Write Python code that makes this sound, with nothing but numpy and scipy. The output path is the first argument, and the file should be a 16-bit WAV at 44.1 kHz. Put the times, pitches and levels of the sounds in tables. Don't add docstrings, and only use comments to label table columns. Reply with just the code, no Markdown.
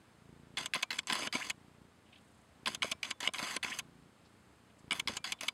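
import sys
import numpy as np
from scipy import signal
from scipy.fft import rfft, irfft, next_fast_len
from scipy.io import wavfile

SR = 44100
rng = np.random.default_rng(int(sys.argv[2]) if len(sys.argv) > 2 else 0)


def inscribe(sig):
    pcm = np.round(np.clip(np.atleast_2d(sig).T, -1, 1) * 32767)
    wavfile.write(sys.argv[1], SR, pcm.astype(np.int16))


N = 243873
TIME = np.arange(N) / SR

# [f/Hz, relative level/dB per Hz]
ROOM_SPECTRUM = [(20, -36), (40, -25), (70, -5), (130, -12), (210, -6), (400, -13), (1200, -15.5),
                 (4000, -26), (6000, -30.5), (8600, -29.5), (12000, -39), (16000, -48)]
ROOM_DB, ROOM_WAVER_DB = -64.5, .3

# [t/s, level/dB, length/s, centre f/Hz]
RUSTLES = [(2.053, -66.5, 0.048, 2360), (2.123, -53, 0.019, 2500), (2.151, -58.5, 0.023, 2670),
           (2.183, -60, 0.0059, 2520), (4.249, -67, 0.026, 3900), (4.7, -59.5, 0.0072, 2220),
           (4.785, -62.5, 0.016, 6460), (5.386, -53, 0.013, 2550)]

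# [t/s, purr cycles elapsed]
LARYNX_CLOCK = [(0, .72), (.542, 16), (.758, 22), (1.547, 45), (2.26, 66), (2.526, 74), (2.813, 82),
                (3.198, 93), (4.095, 119), (4.343, 126), (4.538, 132), (4.772, 139), (5.206, 151),
                (5.53, 160.6)]
# [f/Hz, width/Hz, level/dB]
CHEST_MODES = [(130, 130, 0), (235, 170, 2.5)]
# [start t/s, swell/s, end t/s, level/dB, second pulse share]
PURR_SURGES = [(.05, 0.26, 0.64, -59, 0.43), (1.4, 0.083, 1.83, -62, 0.1), (1.98, 0.14, 2.38, -70, -0.87),
               (2.52, .1, 2.92, -59.5, 0.1), (3.62, 0.12, 4.05, -63.5, 0.76), (4.2, .1, 4.65, -68, -0.4),
               (4.76, 0.1, 5.18, -57.5, 0.2)]
FADE_S, REST_DB, REST_SHARE = 0.1, -70, -0.42
REOPEN_S, JITTER_S, PULSE_SPREAD_DB = .0098, .0003, 1.1
BUILD_S, SNAP_HZ, BASS_LOSS_HZ = .005, 600, 58
THROAT_AIR_DB, THROAT_RATTLE_DB = -15, -20
# [start t/s, end t/s, level/dB]
NOSTRIL_BREATHS = [(2.15, 2.46, -79.5), (4.25, 4.62, -85.5)]
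SNIFF_EDGE_S = .08

# [t/s, f/Hz, level/dB, t60/s]
PART_RINGS = [(.66, 6300, -52, 0.066), (.832, 2350, -60, 0.28), (.99, 5400, -61, 0.1),
              (1.273, 3070, -41, .065), (2.92, 2330, -61, .25), (2.92, 5350, -64, .15),
              (3.112, 3480, -62, 0.28), (3.112, 6250, -58, 0.073), (3.276, 5300, -60, .12),
              (3.566, 3070, -50, .05), (5.17, 2370, -57, 0.27), (5.325, 3500, -58, .2),
              (5.485, 4860, -60, .15)]
# [t/s, length/s, from f/Hz, to f/Hz, level/dB]
LOAD_SQUEAKS = [(1.407, 0.03, 1480, 2730, -37.5), (3.711, 0.028, 1506, 3190, -36)]
# [t/s, nominal peak level/dB]
PART_TICKS = [(0.5856, -25), (0.7433, -23), (1.1323, -18), (1.1513, -31), (1.1918, -34), (2.6678, -34),
              (2.6783, -21.5), (2.827, -29), (3.5658, -25.5), (3.6346, -29), (4.9182, -34), (4.9283, -22.5),
              (5.0809, -26)]
# [f/Hz, width/Hz, relative level/dB]
SMALL_PART_MODES = [(9520, 770, 2), (8000, 800, -6.5)]
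TICK_T60_S, TICK_MAKEUP_DB = 0.0038, 9.0

# [start t/s, jolt peak level/dB, jolt t60/s,
# its relative treble level/dB, whirr start level/dB, whirr end level/dB, mid-move swell/dB, extra bass/dB,
# extra treble/dB, bass thump level/dB, stop t/s, catch peak level/dB, knock delay/s, knock peak level/dB,
# its relative bass level/dB]
DRIVE_MOVES = [(0.57, -24.5, 0.064, -18, -38, -49.5, 0.4, 1.5, 0, -53, 0.6579, -24, 0.0023, -51, -24),
               (0.7355, -20.5, .034, -24, -32.5, -52.5, -0.2, -1, -1.5, -41.5, 0.8248, -24, 0.004, -18, -24),
               (0.905, -22, 0.038, -13, -40, -50.5, 1, 1, -0.3, -53.5, 0.9849, -25, 0.0035, -20.5, -24),
               (1.071, -28, 0.015, 3, -42.5, -40.5, 2, 3.5, 1.2, -55, 1.268, -45, 0.0035, -18.5, -12.5),
               (1.3253, -21.5, 0.013, -18, -35.5, -47.5, -1, 0.7, .6, -46.5, 1.498, -23, 0.0039, -20, -28),
               (2.6581, -16.5, 0.027, -16, -38.5, -51.5, 2, 1.5, 0, -51, 2.7465, -26, .002, -29.5, -16),
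               (2.8204, -15.5, 0.024, -21, -37.5, -48, -2.5, -4, 0.3, -49, 2.9144, -24, 0.0031, -18.5, -18.5),
               (3.0292, -19, 0.043, -17, -42.5, -50.5, 0, 2.5, 1.5, -66, 3.1053, -23.5, 0.005, -20, -25),
               (3.2037, -29, 0.047, -2, -45.5, -41.5, 2.5, -.6, 0.2, -53.5, 3.272, -36, 0.0019, -14, -17.5),
               (3.3362, -25, .015, 2.5, -46, -41.5, 1.5, 1, 1.5, -61, 3.562, -40, 0.0024, -15.5, -17.5),
               (3.628, -24, 0.029, -13, -40, -52.5, 4, -1, 2, -63, 3.7872, -22, 0.0061, -25.5, -24),
               (4.9083, -17.5, 0.019, -14, -35.5, -48, -1.5, .6, 0.7, -52, 4.995, -26.5, 0.0015, -21.5, -26),
               (5.0736, -17.5, 0.029, -19, -40.5, -49.5, 0.7, .6, -0.5, -40.5, 5.1668, -24, 0.003, -22, -26),
               (5.241, -28, 0.045, -10, -38.5, -53, 3, -3, -0.3, -60, 5.3202, -21, 0.0038, -23.5, -21),
               (5.4084, -27.5, 0.028, -1, -42.5, -48, -1.5, 2, .6, -50.5, 5.4813, -26, 0.0018, -19, -42)]
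GLIDE_POWER, TAKE_UP_S, THUMP_S, THUMP_WIDTH_S = 1.54, 0.02, 0.026, 0.0082
# [level/dB while the middle is at WHIRR_DB, share of its swing, level missing at the start/dB]
WHIRR_SIDE_BANDS = [(-58.5, 0.84, -11.5), (-51.5, 1, -4), (-53.5, 0.79, -4.5)]
WHIRR_DB = -45
# [t/s, peak level/dB, relative level under 700 Hz/dB, t60/s]
GEAR_KNOCKS = [(0.5798, -24, -37, 0.025), (0.5846, -30, -36, 0.044), (0.746, -26, -24, 0.026),
               (0.754, -28, -14, 0.052), (0.9285, -25.5, -31, 0.026), (1.0312, -45, -16, .038),
               (1.0984, -14.5, -35, 0.029), (1.1082, -21.5, -10.5, 0.018), (1.1238, -16, -19, 0.022),
               (1.129, -14.5, -25, .017), (1.152, -26, -19, 0.051), (1.1747, -30, -29, 0.019),
               (1.193, -33.5, -3, 0.016), (1.2212, -26, -6, 0.02), (1.333, -30, -19, .033),
               (1.3503, -33, -1, 0.051), (2.6712, -20, -13, 0.032), (2.6786, -19, -25, 0.024),
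               (2.829, -17, -32, 0.031), (2.8443, -34, 5, 0.025), (3.045, -31.5, -32, 0.097),
               (3.229, -28, -18, 0.044), (3.2877, -29, 1, 0.017), (3.3438, -26.5, -27, 0.025),
               (3.3826, -21, -31, 0.041), (3.3902, -30.5, -12.5, 0.077), (3.4271, -20.5, -10, 0.016),
               (3.6336, -30, -19, 0.033), (3.6452, -26, -8.5, .035), (4.9189, -16, -14.5, 0.027),
               (4.928, -28, -20, 0.05), (5.081, -20, -34, 0.044), (5.0982, -38, -20, .015),
               (5.4323, -25.5, -30, .043)]
KNOCK_LOW_DB, LOW_PER_BASS, KNOCK_HIGH_DB = -7.5, 0.2, -16
KNOCK_CREST_DB, KNOCK_RISE_S = 6.5, 0.00029
# under 700 Hz, at 700-1500 Hz
JOLT = (-26, -20)
# the same two, over 5.5 kHz, then t60/s
CATCH = (-24.5, -19.5, -3.5, 0.0588)
# at 700-1500 Hz, over 5.5 kHz, then t60/s
STOP = (-17.5, -14, 0.037)
KNOCK_LENGTHS = (0.61, 1.3, 1.36, 0.5)
# [f/Hz, width/Hz, running level/dB, knocked level/dB]
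MID_MODES = [(1555, 163, -10, -7.5), (2099, 317, 2.5, -1), (2267, 168, 3.5, 4.5), (2563, 155, -1, -0.5),
             (2936, 156, 0, 1), (3350, 207, -2, 1.5), (3620, 110, -3.5, -1), (3975, 204, -8.5, -5),
             (4716, 360, -3, -6.5), (5237, 370, -9, -10)]
BASS_MODES = [(245, 115, 0.18, 0), (650, 107, -0.18, 0.6)]
LOW_MODES = [(747, 100, -4.5, -2), (1029, 89, 1.5, 6), (1354, 340, -6, -3.5)]
HIGH_MODES = [(6240, 400, -0.5, 10), (6820, 81, -0.5, 13), (7440, 550, -6.5, 8.5), (8380, 490, -10, -5),
              (8500, 220, -8.5, -38), (10230, 2000, -11.5, -0.5), (12300, 1500, -22, -24),
              (13400, 2400, -27, -32)]
SECOND_NOISE_HZ = 11000
MODE_WANDER_DB, TOOTH_GRAIN_DB, TOOTH_CLUMP_DB = 2.0, 2.5, 2.0
TAIL_DB, TAIL_T60_S = -27, .07

# [f/Hz, width/Hz, depth share]
PORT_CANCELLATIONS = [(5720, 330, .92), (6900, 160, .75)]
CUTOFF_HZ = 15800


def from_db(db):
    return 10 ** (np.asarray(db) / 20)


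def rms_one(x):
    return x / np.sqrt(np.mean(x ** 2) + 1e-20)


def drift(rate):
    steps = TIME * rate
    last = int(steps[-1]) + 2
    return np.interp(steps, np.arange(last), rng.standard_normal(last))


def resonate(x, hz, width_hz):
    r = np.exp(-np.pi * width_hz / SR)
    zeros = [(1 - r * r) / 2, 0, (r * r - 1) / 2]
    poles = [1, -2 * r * np.cos(2 * np.pi * hz / SR), r * r]
    return signal.lfilter(zeros, poles, x + 1e-18)


def ramp(start, length):
    return np.clip((TIME - start) / length, 0, 1)


def room():
    size = next_fast_len(N)
    hz = np.maximum(np.arange(size // 2 + 1) * SR / size, 1)
    table_hz, table_db = np.transpose(ROOM_SPECTRUM)
    shape = from_db(np.interp(np.log(hz), np.log(table_hz), table_db))
    noise = irfft(rfft(rng.standard_normal(size)) * shape, size)[:N]
    return from_db(ROOM_DB + ROOM_WAVER_DB * drift(4.13)) * rms_one(noise)


def rustle():
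    out = np.zeros(N)
    grains = rng.standard_normal(N) * from_db(2.5 * drift(300))
    for s, level_db, length, hz in RUSTLES:
        age = np.maximum(TIME - s, 0) / length
        brush = grains
        for _ in range(4):
            brush = resonate(brush, hz, hz)
        out += from_db(level_db) * rms_one(brush) * np.sqrt(age) * np.exp(-age ** 2)
    return out


def breath():
    level_db, second = np.full(N, float(REST_DB)), np.full(N, float(REST_SHARE))
    for start, swell, end, db, share in PURR_SURGES:
        shape = ramp(start, swell) - ramp(end, FADE_S)
        level_db = level_db + shape * (db - REST_DB)
        second = second + shape * (share - REST_SHARE)
    nose = np.zeros(N)
    for start, end, db in NOSTRIL_BREATHS:
        opening = ramp(start - SNIFF_EDGE_S / 2, SNIFF_EDGE_S)
        closing = ramp(end - SNIFF_EDGE_S / 2, SNIFF_EDGE_S)
        nose += from_db(db) * (opening - closing)
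    return from_db(level_db), second, nose


def purr():
    gain, second, nose = breath()
    s, cycles = np.transpose(LARYNX_CLOCK)
    beats = np.interp(np.arange(1, int(cycles[-1])), cycles, s)
    chance = rng.standard_normal((len(beats), 4))
    pulses = np.zeros(N + SR)
    first = ((beats + JITTER_S * chance[:, 0]) * SR).astype(int)
    pulses[first] = from_db(PULSE_SPREAD_DB * chance[:, 1])
    later = first + ((REOPEN_S + JITTER_S * chance[:, 2]) * SR).astype(int)
    pulses[later] = -second[first] * from_db(PULSE_SPREAD_DB * chance[:, 3])

    build = np.linspace(0, 1, int(BUILD_S * SR)) ** 2
    pushes = signal.fftconvolve(pulses, build)[int(1.35 * len(build)):][:N]
    band = signal.butter(2, [BASS_LOSS_HZ, SNAP_HZ], "band", fs=SR, output="sos")
    pushes = signal.sosfilt(band, pushes)
    chest = sum(from_db(db) * resonate(pushes, hz, width) for hz, width, db in CHEST_MODES)

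    air = resonate(resonate(rng.standard_normal(N), 330, 350), 330, 350)
    rattle = np.abs(chest) * resonate(rng.standard_normal(N), 860, 900)
    voiced = rms_one(chest)
    voiced = voiced + from_db(THROAT_AIR_DB) * rms_one(air)
    voiced = voiced + from_db(THROAT_RATTLE_DB) * rms_one(rattle)

    phase = 2 * np.pi * (np.interp(TIME, s, cycles) - .7)
    gate = (.5 + .5 * np.cos(phase)) ** 1.5
    nostril_air = resonate(resonate(rng.standard_normal(N), 7500, 4000), 8200, 4000)
    return gain * voiced + nose * rms_one(gate * nostril_air)


def rings():
    out = np.zeros(N)
    for s, hz, db, t60 in PART_RINGS:
        age = np.maximum(TIME - s, 0)
        out += from_db(db - 60 * age / t60) * np.sin(2 * np.pi * hz * age)
    return out


def squeaks():
    out = np.zeros(N)
    for s, length, start_hz, end_hz, level_db in LOAD_SQUEAKS:
        age = np.clip((TIME - s) / length, 0, 1)
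        phase = 2 * np.pi * np.cumsum(start_hz + (end_hz - start_hz) * age) / SR
        rough = drift(1300) * np.cos(phase) + drift(1300) * np.sin(phase)
        out += from_db(level_db) * np.sin(np.pi * age) * rough
    return out


def ticks():
    force = np.zeros(N)
    for s, peak_db in PART_TICKS:
        age = np.maximum(TIME - s, 0)
        force += from_db(peak_db - 60 * age / TICK_T60_S) * (TIME >= s)
    strike = rng.standard_normal(N) * force
    out = np.zeros(N)
    for hz, width, db in SMALL_PART_MODES:
        out += from_db(db + TICK_MAKEUP_DB) * resonate(resonate(strike, hz, width), hz, width)
    return out


def blows():
    rows = []
    for s, peak_db, bass_db, t60 in GEAR_KNOCKS:
        low_db = KNOCK_LOW_DB + LOW_PER_BASS * bass_db
        rows.append((s, peak_db, bass_db, low_db, KNOCK_HIGH_DB, t60))
    for start, jolt_db, t60, treble_db, *_, stop, catch_db, delay, knock_db, bass_db in DRIVE_MOVES:
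        rows.append((start, jolt_db, *JOLT, treble_db, t60))
        rows.append((stop, catch_db, *CATCH))
        rows.append((stop + delay, knock_db, bass_db, *STOP))
    return rows


def whirr_force():
    running = np.zeros((4, N))
    band_db, share, missing_db = np.transpose(WHIRR_SIDE_BANDS)[:, :, None]
    for (start, _, _, _, first_db, last_db, swell_db, bass_db, treble_db, thump_db,
         stop, _, delay, *_) in DRIVE_MOVES:
        span = slice(round(start * SR), round((stop + delay) * SR))
        age = TIME[span] - TIME[span][0]
        progress = age / age[-1]
        main_db = last_db + (first_db - last_db) * (1 - progress) ** GLIDE_POWER
        main_db = main_db + swell_db * np.sin(np.pi * progress)
        running[0, span] = from_db(main_db)
        side_db = band_db + [[bass_db], [0], [treble_db]] + share * (main_db - WHIRR_DB)
        running[1:, span] = from_db(side_db + missing_db * np.exp(-age / TAKE_UP_S))
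        running[1, span] += from_db(thump_db) * np.exp(-((age - THUMP_S) / THUMP_WIDTH_S) ** 2)
    return running * from_db(TOOTH_CLUMP_DB * drift(160))


def knock_force():
    knocks = np.zeros((4, N))
    for s, peak_db, bass_db, low_db, high_db, t60 in blows():
        start = round(s * SR)
        lengths = t60 * np.array(KNOCK_LENGTHS)[:, None]
        age = TIME[:min(N - start, SR // 8)]
        decay = from_db(-60 * age / lengths) * np.minimum(age / KNOCK_RISE_S, 1)
        gains = from_db(peak_db - KNOCK_CREST_DB + np.array([0, bass_db, low_db, high_db]))
        knocks[:, start:start + len(age)] += gains[:, None] * decay
    return knocks


def focus_drive():
    teeth = rms_one(rng.standard_normal(N) * from_db(TOOTH_GRAIN_DB * drift(700)))
    smooth_noise = rng.standard_normal(N)
    out = np.zeros(N)
    groups = (MID_MODES, BASS_MODES, LOW_MODES, HIGH_MODES)
    for running, knocks, modes in zip(whirr_force(), knock_force(), groups):
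        hz, width_hz, run_db, knock_db = np.transpose(modes)
        passed = np.pi * width_hz / SR
        run = from_db(run_db) / np.sqrt(np.sum(from_db(run_db) ** 2 * passed))
        knock = from_db(knock_db) / np.sqrt(np.sum(from_db(knock_db) ** 2 * passed))
        for k in range(len(modes)):
            force = (run[k] * running + knock[k] * knocks) * from_db(MODE_WANDER_DB * drift(25))
            source = smooth_noise if hz[k] > SECOND_NOISE_HZ else teeth
            out += (-1) ** k * resonate(source * force, hz[k], width_hz[k])
    return out


def tail(x):
    age = TIME[:SR // 5]
    response = rng.standard_normal(len(age)) * from_db(-60 * age / TAIL_T60_S)
    return signal.fftconvolve(x, response / np.linalg.norm(response))[:N]


def scene():
    drive = rings() + squeaks() + ticks() + focus_drive()
    mix = room() + rustle() + purr() + drive + from_db(TAIL_DB) * tail(drive)
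    return mix[None]


def record(dry):
    for hz, width_hz, depth in PORT_CANCELLATIONS:
        dry = dry - depth * resonate(dry, hz, width_hz)
    low_pass = signal.ellip(10, .5, 70, CUTOFF_HZ, fs=SR, output="sos")
    return signal.sosfilt(low_pass, dry)


dry = scene()
out = record(dry)
inscribe(out)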